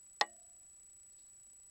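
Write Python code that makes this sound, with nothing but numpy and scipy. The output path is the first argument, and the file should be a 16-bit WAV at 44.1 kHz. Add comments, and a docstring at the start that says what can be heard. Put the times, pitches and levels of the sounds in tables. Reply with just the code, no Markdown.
"""A garden at night, close to a camera: one short, hard knock. The contact clicks and cracks, a hollow
body clacks, and a faint ring lingers, likely from a metal mount. A small animal on a plant then rustles
very softly. Throughout, the camera's electronics add hiss and a thin whine that restarts with every
picture frame, and so ticks."""
import sys
import numpy as np
from scipy import signal
from scipy.fft import rfft, irfft, next_fast_len
from scipy.io import wavfile

SR = 44100
rng = np.random.default_rng(int(sys.argv[2]) if len(sys.argv) > 2 else 0)


def transcribe(u):
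    """Save the signal u as a 16-bit wav file named by the first command-line argument.

    u: samples, shape (n,) or (channels, n), limited to [-1, 1]; the rate is SR.
    q: integer samples, one column per channel.
    """
    v = np.clip(np.atleast_2d(u).T, -1, 1)
    q = np.round(v * 32767).astype(np.int16)
    wavfile.write(sys.argv[1], SR, q)


N = 74970
TIME_S = np.arange(N) / SR


def amp(db):
    """Decibels to gain."""
    return 10 ** (np.asarray(db) / 20)


def filtered(x, response):
    """Apply a zero-phase gain, response(hz)."""
    size = next_fast_len(N + 8192)
    return irfft(rfft(x, size) * response(np.fft.rfftfreq(size, 1 / SR)), size)[:N]


def noise(spectrum):
    """Unit-rms noise, coloured by (Hz, dB) points on a log frequency axis."""
    points_hz, db = np.transpose(spectrum)
    white = rng.standard_normal(N)
    coloured = filtered(white, lambda hz: amp(np.interp(np.log(hz + 1), np.log(points_hz + 1), db)))
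    return coloured / coloured.std()


def since(start_s):
    """Seconds since start, zero before it."""
    return np.maximum(TIME_S - start_s, 0)


def struck(age_s, attack_s, t60_s):
    """Envelope: quick rise, exponential decay."""
    return (1 - np.exp(-age_s / attack_s)) * np.exp(-np.log(1000) * age_s / t60_s)


def ringing(modes, age_s, attack_s):
    """Damped modes of alternating sign."""
    return sum((-1) ** k * amp(db) * struck(age_s, attack_s, t60_s) * np.sin(2 * np.pi * hz * age_s)
               for k, (hz, db, t60_s) in enumerate(modes))


# Hiss spectrum (frequency [Hz], relative density [dB])
HISS_SPECTRUM = [(20, 1.5), (80, -0.5), (160, -8.5), (400, -12.5), (1000, -17), (3000, -20), (7000, -21.5),
                 (11000, -25), (16000, -21)]


def electronics(hiss_db=-75, whine_hz=7867.1, whine_db=-59, octave_db=-92):
    """Hiss, plus a whine and its octave whose phase resets each frame with a tiny tick."""
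    frame_s, first_frame_s = .0333667, .03229
    phase = 2 * np.pi * whine_hz * ((TIME_S - first_frame_s) % frame_s)
    whine = -np.sqrt(2) * (amp(whine_db) * np.sin(phase) + amp(octave_db) * np.sin(2 * phase))
    return whine + amp(hiss_db) * noise(HISS_SPECTRUM)


# Hard, bright modes at the contact point (frequency [Hz], level [dB], t60 [s])
CLICK_MODES = [(2573, -31.5, .017), (2737, -55.5, .07), (2929, -52.5, .17), (3220, -26.5, 0.02),
               (3580, -27, .02), (3830, -25, .012), (4077, -19.5, .022), (4325, -22, 0.013),
               (4780, -32, .017), (5010, -23, .017), (5330, -26.5, .02), (5726, -27.5, .012),
               (6550, -34.5, .018), (6985, -37.5, .021)]
# Crack spectrum (frequency [Hz], relative density [dB])
CRACK_SPECTRUM = [(60, -7), (300, -3.5), (1000, -1.5), (2600, -8), (4100, -4), (7000, 3.5), (9000, -4.5),
                  (12000, -16), (16000, -17.5)]


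def contact(age_s, crack_db=-34.5):
    """One hard contact: local modes click, a noise burst cracks."""
    click = ringing(CLICK_MODES, age_s, attack_s=.00003)
    crack = amp(crack_db) * struck(age_s, attack_s=.00016, t60_s=.009) * noise(CRACK_SPECTRUM)
    return click + crack


# Hollow body modes (frequency [Hz], level [dB], t60 [s])
BODY_MODES = [(451.3, -36, .07), (564, -32.5, 0.054), (673, -33, 0.055), (739.5, -33.5, .08),
              (831, -23, 0.077), (886.7, -43, .08), (1033, -30.5, 0.066), (1155, -34, 0.086),
              (1300, -35.5, 0.04), (1530, -54, .1), (1682, -41.5, .07), (1871, -24, .05),
              (1967, -33.5, 0.094), (2053, -33.5, .055)]


def body_clack(age_s):
    """The struck hollow body: midrange modes, quickly damped."""
    return ringing(BODY_MODES, age_s, attack_s=.00017)


# Scatter spectrum (frequency [Hz], relative density [dB])
SCATTER_SPECTRUM = [(80, -28), (150, -24.5), (250, -8.5), (800, -5), (1500, -10.5), (2000, -7.5),
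                    (2800, -14.5), (4200, -10), (6500, -21.5), (16000, -53.5)]
# Scatter decay (frequency [Hz], t60 [s])
SCATTER_DECAY = [(100, .15), (600, .115), (1800, 0.11), (3500, 0.083), (7000, .04), (16000, .02)]


def scatter(start_s, level_db=-39.5, attack_s=.003):
    """Dense weak resonances and nearby walls: a noise tail whose treble dies first."""
    hz, slice_s, spectra = signal.stft(noise(SCATTER_SPECTRUM), SR, nperseg=256)
    points_hz, points_t60_s = np.transpose(SCATTER_DECAY)
    t60_s = np.interp(np.log(hz + 1), np.log(points_hz), points_t60_s)[:, None]
    age_s = np.maximum(slice_s - start_s, 0)
    decay = np.exp(-np.log(1000) * age_s / t60_s)
    tail = signal.istft(spectra * decay, SR, nperseg=256)[1][:N]
    rise = 1 - np.exp(-since(start_s) / attack_s)
    return amp(level_db) * rise * tail


# Metallic modes (frequency [Hz], level [dB], t60 [s])
METAL_MODES = [(217, -61.5, .5), (280, -54.5, .14), (342.5, -53, 0.28), (593, -55.5, 0.37), (664, -62, .8),
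               (695.4, -64.5, 1.3), (714, -69.5, .9), (705, -77.5, 1.2), (1756, -80, .7), (1880, -45, 0.19)]


def metal_ring(age_s):
    """Faint, lightly damped modes that outlast the clack."""
    return ringing(METAL_MODES, age_s, attack_s=.004)


# Contacts of the knock (time [s], relative level [dB])
KNOCK_CONTACTS = [(.2110, 0), (.2121, -7)]


def knock():
    """Two contacts in quick succession; the first excites body, scatter and ring."""
    start_s = KNOCK_CONTACTS[0][0]
    age_s = since(start_s)
    contacts = sum(amp(db) * contact(since(at_s)) for at_s, db in KNOCK_CONTACTS)
    return contacts + body_clack(age_s) + scatter(start_s) + metal_ring(age_s)


# Brushes on a leaf (peak time [s], length [s], level [dB])
LEAF_BRUSHES = [(0.432, 0.02, -80), (1.125, 0.035, -84), (1.194, 0.033, -74), (1.225, 0.024, -80),
                (1.276, .06, -82)]
# Rustle spectrum (frequency [Hz], relative density [dB])
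LEAF_SPECTRUM = [(500, -24), (3000, -15), (3800, -3), (4600, -5.5), (5400, -10), (7000, -26), (16000, -40)]


def rustles():
    """A small animal brushes a leaf: brief Gaussian swells of noise."""
    swells = sum(amp(db) * np.exp(-(2 * (TIME_S - peak_s) / length_s) ** 2)
                 for peak_s, length_s, db in LEAF_BRUSHES)
    return noise(LEAF_SPECTRUM) * swells


def bass_cut(airborne, cutoff_hz=172):
    """The bass of the knock and rustles is rolled off."""
    return signal.sosfilt(signal.butter(2, cutoff_hz, "highpass", fs=SR, output="sos"), airborne)


def scene():
    """Knock and rustles over the camera's own noise, mono."""
    return (bass_cut(knock() + rustles()) + electronics())[None]


def record(dry):
    """The camera keeps nothing above its band limit."""
    limit_hz = 15900
    return filtered(dry[0], lambda hz: hz < limit_hz)[None]


dry = scene()
out = record(dry)
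transcribe(out)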